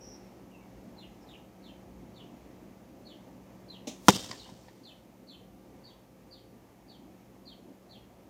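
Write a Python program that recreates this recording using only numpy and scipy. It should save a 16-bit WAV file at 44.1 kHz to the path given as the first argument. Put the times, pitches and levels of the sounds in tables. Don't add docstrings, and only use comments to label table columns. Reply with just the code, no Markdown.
import sys
import numpy as np
from scipy import signal
from scipy.fft import rfft, irfft, next_fast_len
from scipy.io import wavfile
from scipy.ndimage import uniform_filter1d, map_coordinates

SR = 44100
rng = np.random.default_rng(int(sys.argv[2]) if len(sys.argv) > 2 else 0)


def output_pcm(signal):
    pcm = np.clip(np.atleast_2d(signal).T, -1, 1) * 32767
    wavfile.write(sys.argv[1], SR, np.round(pcm).astype(np.int16))


N = 365677

# (time [s], level [dB])
BLOWS = [(4.0835, -11), (4.0879, -13), (4.0937, -27.5), (4.0965, -22.5), (4.103, -27.5), (4.105, -27)]
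# (frequency [Hz], relative level [dB])
CRACK_SPECTRUM = [(300, -20.5), (1000, -7), (1800, 1), (2700, 2), (3400, -0.5), (4200, -4), (6500, 1),
                  (9000, -10.5), (13000, -11), (16500, -20.5)]
# (frequency [Hz], relative level [dB], T60 [s])
FACE_MODES = [(720.6, -18.5, .065), (946, -9, .039), (968, 0, .019), (1403, -5, 0.021)]
BLOCK_MODES = [(115, -12, 0.04), (368, 0.5, .017), (526, -14.5, 0.045), (700, -29, .03),
               (866.6, -7.5, 0.03), (1159.5, -20, .046)]
STAND_MODES = [(77, -22.5, 0.06), (201, -3, .06), (397, -5, 0.058), (604.2, -26, .04), (743, -18.5, .075)]
SHAFT_MODES = [(1920, -28, 0.05), (2700, -19, .035), (3020, -27, 0.062), (3234, -18, .05),
               (3640, -16.5, .06), (3932, -23, .055), (4680, -21.5, .055), (5180, -23, .05),
               (5750, -23.5, 0.055), (5800, -25.5, .055), (6340, -23.5, .06), (7200, -27.5, .06),
               (8570, -25.5, .055)]
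HIT_S, JAM_S = BLOWS[0][0], BLOWS[1][0]


def strike():
    out, t = np.zeros(N), clock(.4)
    add(out, HIT_S, ring(FACE_MODES, t, attack=.0001))
    add(out, HIT_S, ring(STAND_MODES, t, attack=.0044))
    add(out, JAM_S + .0004, ring(BLOCK_MODES, t, attack=.0001))
    add(out, HIT_S, amp(1.5) * ring(SHAFT_MODES, t, attack=.003))
    tear = np.exp(-((t - .001) / .000696) ** 2)
    scrape = amp(-6) * decay(t, t60=.033, attack=.0006)
    for s, db in BLOWS:
        add(out, s, amp(db) * (tear + scrape) * noise(CRACK_SPECTRUM, len(t)))
    return out


def shaft_rattle(contacts_per_s=130):
    out, t = np.zeros(N), clock(.6)
    contacts = (rng.random(len(t)) < contacts_per_s / SR) * rng.choice([-1, 1], len(t))
    force = contacts * decay(t, t60=.55, attack=.05)
    rattle = signal.fftconvolve(force, ring(SHAFT_MODES, t, attack=.0003))
    add(out, HIT_S, amp(-20.5) * rattle)
    return out


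def scatter_gain(t, corner_s=.083, growth_db_per_s=130, build_s=.075, loss_db_per_s=22):
    swell = amp(-33 + growth_db_per_s * np.minimum(t - corner_s, 0))
    walls = swell * (1 - np.tanh((t - corner_s) / .003)) / 2
    reach = t / build_s
    trees = amp(-36.5 - loss_db_per_s * t) * reach / np.hypot(1, reach ** 2)
    return np.hypot(walls, trees)


# (time [s], level [dB])
NEAR_ECHOES = [(4.133, -22.5), (4.153, -23.5), (4.297, -38.5), (4.518, -36)]
# (frequency [Hz], relative level [dB], T60 [s])
THUMP_MODES = [(108.9, -7.5, .05), (180, -3, 0.073), (242, -2, .05), (380, -10.5, .05)]
# (time [s], level before the low-pass [dB], T60 [s], cutoff [Hz])
FAR_ECHOES = [(4.292, -42, .03, 12000), (4.3123, -30, 0.027, 12000), (4.325, -39.5, 0.11, 2300),
              (4.357, -45, 0.03, 9000), (4.456, -46, 0.13, 1200), (4.488, -43, 0.14, 900),
              (4.683, -45.5, 0.066, 2310)]
# (frequency [Hz], relative level [dB])
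WASH_SPECTRUM = [(40, -1.5), (110, 9), (200, 7.5), (330, 4.5), (700, 1.5), (1400, -6.5), (2550, -7.5),
                 (3050, 1), (3600, -1), (5500, 1), (7000, -3), (8650, -7), (9700, -15), (16000, -19)]
SLAP_SPECTRUM = [(100, -9), (500, -7), (1000, 5), (1300, -16), (1800, 3.5), (2700, -11), (3700, -5),
                 (5000, 2), (5900, -10), (7000, -5), (9000, -23), (16000, -36)]


def echoes():
    out, t = np.zeros(N), clock(.98)
    grainy_envelope = scatter_gain(t) * amp(2.4 * wobble(260, len(t)))
    add(out, HIT_S, grainy_envelope * noise(WASH_SPECTRUM, len(t)))
    for s, db in NEAR_ECHOES:
        add(out, s, amp(db) * ring(THUMP_MODES, t, attack=.0057))
    for s, db, t60, cutoff_hz in FAR_ECHOES:
        slap = decay(t, t60, attack=.000404) * noise(SLAP_SPECTRUM, len(t))
        lowpass = signal.butter(2, cutoff_hz, fs=SR)
        add(out, s, amp(db) * signal.lfilter(*lowpass, slap))
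    return out


# (time [s], thump level [dB], slap level [dB], slap T60 [s])
RELEASES = [(3.870, -31.5, -35, .15), (3.908, -42.5, -49.5, .3)]
# (frequency [Hz], relative level [dB], T60 [s])
LIMB_MODES = [(225, -3, 0.17), (267.5, 1.5, 0.096), (325.7, -6.5, 0.13), (467.2, -2, .07), (591, -2.5, .08),
              (798, -8, 0.076)]
# (frequency [Hz], relative level [dB])
STRING_SPECTRUM = [(200, -3), (800, -1), (1600, -19.5), (2300, -5), (3700, -0.5), (4700, -7), (6400, 1),
                   (7700, -8), (9500, -17), (16000, -24)]


def bow():
    out, t = np.zeros(N), clock(.6)
    for s, thump_db, slap_db, t60 in RELEASES:
        add(out, s, amp(thump_db) * ring(LIMB_MODES, t, attack=.0067))
        add(out, s, amp(slap_db) * decay(t, t60, attack=.0062) * noise(STRING_SPECTRUM, len(t)))
    return out


# (frequency [Hz], relative level [dB])
VANE_SPECTRUM = [(300, -6), (1500, -8), (3000, -2.5), (6500, 0.5), (9000, -4.5), (16000, -6.5)]


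def flight(speed_m_per_s=60, closest_m=.7):
    release_s = RELEASES[0][0]
    out, t = np.zeros(N), clock(HIT_S - release_s)
    distance_m = np.hypot(speed_m_per_s * (t[-1] - t), closest_m)
    add(out, release_s, amp(-52.5) / distance_m * noise(VANE_SPECTRUM, len(t)))
    return out


def chirp(top_hz, rise_db, length_s=.093, hook_s=.012, end_share=.595, warble_rate_hz=43):
    t = clock(length_s)
    hook_hz = 250 * np.maximum(1 - t / hook_s, 0)
    fallen = np.clip((t - hook_s) / (length_s - hook_s), 0, 1)
    glide_hz = top_hz * (end_share + (1 - end_share) * (1 - fallen) ** 1.45) - hook_hz
    warble = np.cos(2 * np.pi * warble_rate_hz * (t - .048))
    rasp_hz = 170 * wobble(450, len(t))
    hz = glide_hz + 150 * warble * np.sqrt(fallen) + rasp_hz
    phase = 2 * np.pi * np.cumsum(hz) / SR
    envelope = np.minimum(t / .0122, 1) * np.minimum((length_s - t) / .016, 1)
    octave = amp(-13.5) * np.exp(-((hz - 3580) / 150) ** 2)
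    dip_db = 3.5 * np.exp(-((t - .05) / .014) ** 2)
    level_db = 4.5 * (warble - .8) - dip_db + rise_db * t / length_s
    return envelope * amp(level_db) * (np.sin(phase) + octave * np.sin(2 * phase))


def among_trees(song, far_db, t60):
    t = clock(.6)
    far = unit(rng.standard_normal(len(t)) * decay(t, t60, attack=.011))
    near = unit(rng.standard_normal(len(t)) * decay(t, t60=.029, attack=.0013))
    response = (amp(far_db) * far + near) / np.sqrt(len(t))
    response[0] += .6
    wall_delay_s = abs(.017 + .001 * rng.standard_normal())
    response[int(wall_delay_s * SR)] += .75
    return signal.fftconvolve(song, response / np.linalg.norm(response))


# (time [s], top pitch [Hz], level [dB], level rise over the call [dB])
CHIRPS = [(0.964, 4370, -53.5, 5), (1.267, 4230, -57.5, 12), (1.619, 4450, -55.5, 6),
          (2.135, 4450, -56.5, 10), (3.048, 4645, -49.5, 0), (3.679, 4580, -46.5, -0.5),
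          (4.374, 4620, -43.5, -10), (4.831, 4574, -48, -0.5), (5.269, 4526, -45.5, -4.5),
          (5.834, 4820, -46, -14.5), (6.306, 4744, -43, -20.5), (6.878, 4590, -47.5, -13.5),
          (7.453, 4700, -42.5, -13.5), (7.889, 4576, -50, -3.5)]
# (time [s], length [s], start pitch [Hz], end pitch [Hz], level [dB], waver [Hz])
WHISTLES = [(0, 0.16, 5580, 5560, -53.5, 193), (0.511, 0.056, 2860, 2590, -58, 50),
            (.6, 0.051, 2360, 2156, -64, 50), (1.207, 0.028, 5700, 5020, -65, 200)]


def birds():
    out = np.zeros(N)
    for s, top_hz, db, rise_db in CHIRPS:
        add(out, s, amp(db) * among_trees(chirp(top_hz, rise_db), far_db=-1.5, t60=.39))
    for s, length_s, start_hz, end_hz, db, waver_hz in WHISTLES:
        size = int(length_s * SR)
        hz = np.linspace(start_hz, end_hz, size) + waver_hz * wobble(900, size)
        whistle = signal.windows.tukey(size, .15) * np.sin(2 * np.pi * np.cumsum(hz) / SR)
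        add(out, s, amp(db) * among_trees(whistle, far_db=-3.5, t60=.62))
    return out


# (frequency [Hz], relative level [dB])
TRAFFIC_SPECTRUM = [(25, -7), (38, -9), (55, 4.5), (75, -6), (150, -3.5), (240, 2.5), (310, 1), (420, -5.5),
                    (700, -8), (950, -12.5), (1300, -22.5), (2200, -22), (4000, -32), (6500, -29.5),
                    (9500, -44.5)]


def traffic(level_db):
    spectrogram = signal.stft(noise(TRAFFIC_SPECTRUM, N), nperseg=1024)[2]
    patches = uniform_filter1d(rng.standard_normal(spectrogram.shape), size=5, axis=0)
    patches = uniform_filter1d(patches, size=9, axis=1)
    depth_db = 2.2 / (1 + np.arange(len(spectrogram))[:, None] / 40)
    roar = signal.istft(spectrogram * amp(depth_db * unit(patches)), nperseg=1024)[1][:N]
    return amp(level_db + .6 * wobble(5.9, N)) * unit(roar)


# (frequency [Hz], relative level [dB])
HUM_LINES = [(118.4, -64), (188.4, -59.5), (355.3, -67.5), (527.6, -65.5), (1061, -87), (1120, -86),
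             (1179, -76.5), (1297, -80)]


def air_conditioner(t, gain_db):
    hum = np.zeros(N)
    for hz, db in HUM_LINES:
        peak = np.sqrt(2) * amp(db + 2.5 * wobble(3, N))
        hum += peak * np.sin(2 * np.pi * hz * t + .79 * wobble(6, N))
    return amp(gain_db) * hum


# (frequency [Hz], relative level [dB])
HISS_SPECTRUM = [(1000, 2.5), (9000, -4), (12500, -1), (15500, -1), (15900, -39.5)]


def background(ease_db=3, ease_at_s=4.45):
    t = np.arange(N) / SR
    traffic_db = -53 - ease_db * (1 + np.tanh((t - ease_at_s) / .4)) / 2
    hum_gain_db = traffic_db - traffic_db.mean() - 3.5
    return traffic(traffic_db) + air_conditioner(t, hum_gain_db) + amp(-72) * noise(HISS_SPECTRUM, N)


def ring(modes, t, attack):
    out = np.zeros(len(t))
    for k, (hz, db, t60) in enumerate(modes):
        gain = (-1) ** k * amp(db + .3 * rng.standard_normal())
        out += gain * np.sin(2 * np.pi * hz * t) * decay(t, t60, attack)
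    return out


def decay(t, t60, attack):
    return amp(-60 * t / t60) * (1 - np.exp(-t / attack))


def noise(spectrum, size):
    m = next_fast_len(size + 8192)
    hz, db = np.transpose(spectrum)
    gain = amp(np.interp(np.log(np.fft.rfftfreq(m, 1 / SR) + 1), np.log(hz), db))
    return unit(irfft(rfft(rng.standard_normal(m)) * gain, m))[:size]


def wobble(rate, size):
    knots = rng.standard_normal(int(size * rate / SR) + 4)
    fine = np.arange(0, len(knots) - 1, 1 / 8)
    return np.interp(np.arange(size) * rate / SR, fine, map_coordinates(knots, [fine]))


def amp(db):
    return 10 ** (np.asarray(db) / 20)


def unit(x):
    return x / np.sqrt(np.mean(x ** 2) + 1e-20)


def clock(seconds):
    return np.arange(int(seconds * SR)) / SR


def add(track, s, sound):
    start = max(round(s * SR), 0)
    track[start:start + len(sound)] += sound[:N - start]


def scene():
    return (strike() + shaft_rattle() + echoes() + bow() + flight() + birds() + background())[None]


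def record(dry, ceiling=.98, low_hz=44.1, top_hz=16000):
    saturated = dry / (1 + np.abs(dry / ceiling) ** 6) ** (1 / 6)
    m = next_fast_len(N + 8192)
    hz = np.fft.rfftfreq(m, 1 / SR)
    highpass = 1 - 1 / (1 + (hz / low_hz) ** 6)
    lowpass = 1 / (1 + (hz / top_hz) ** 120)
    return irfft(rfft(saturated, m) * highpass * lowpass, m)[..., :N]


dry = scene()
out = record(dry)
output_pcm(out)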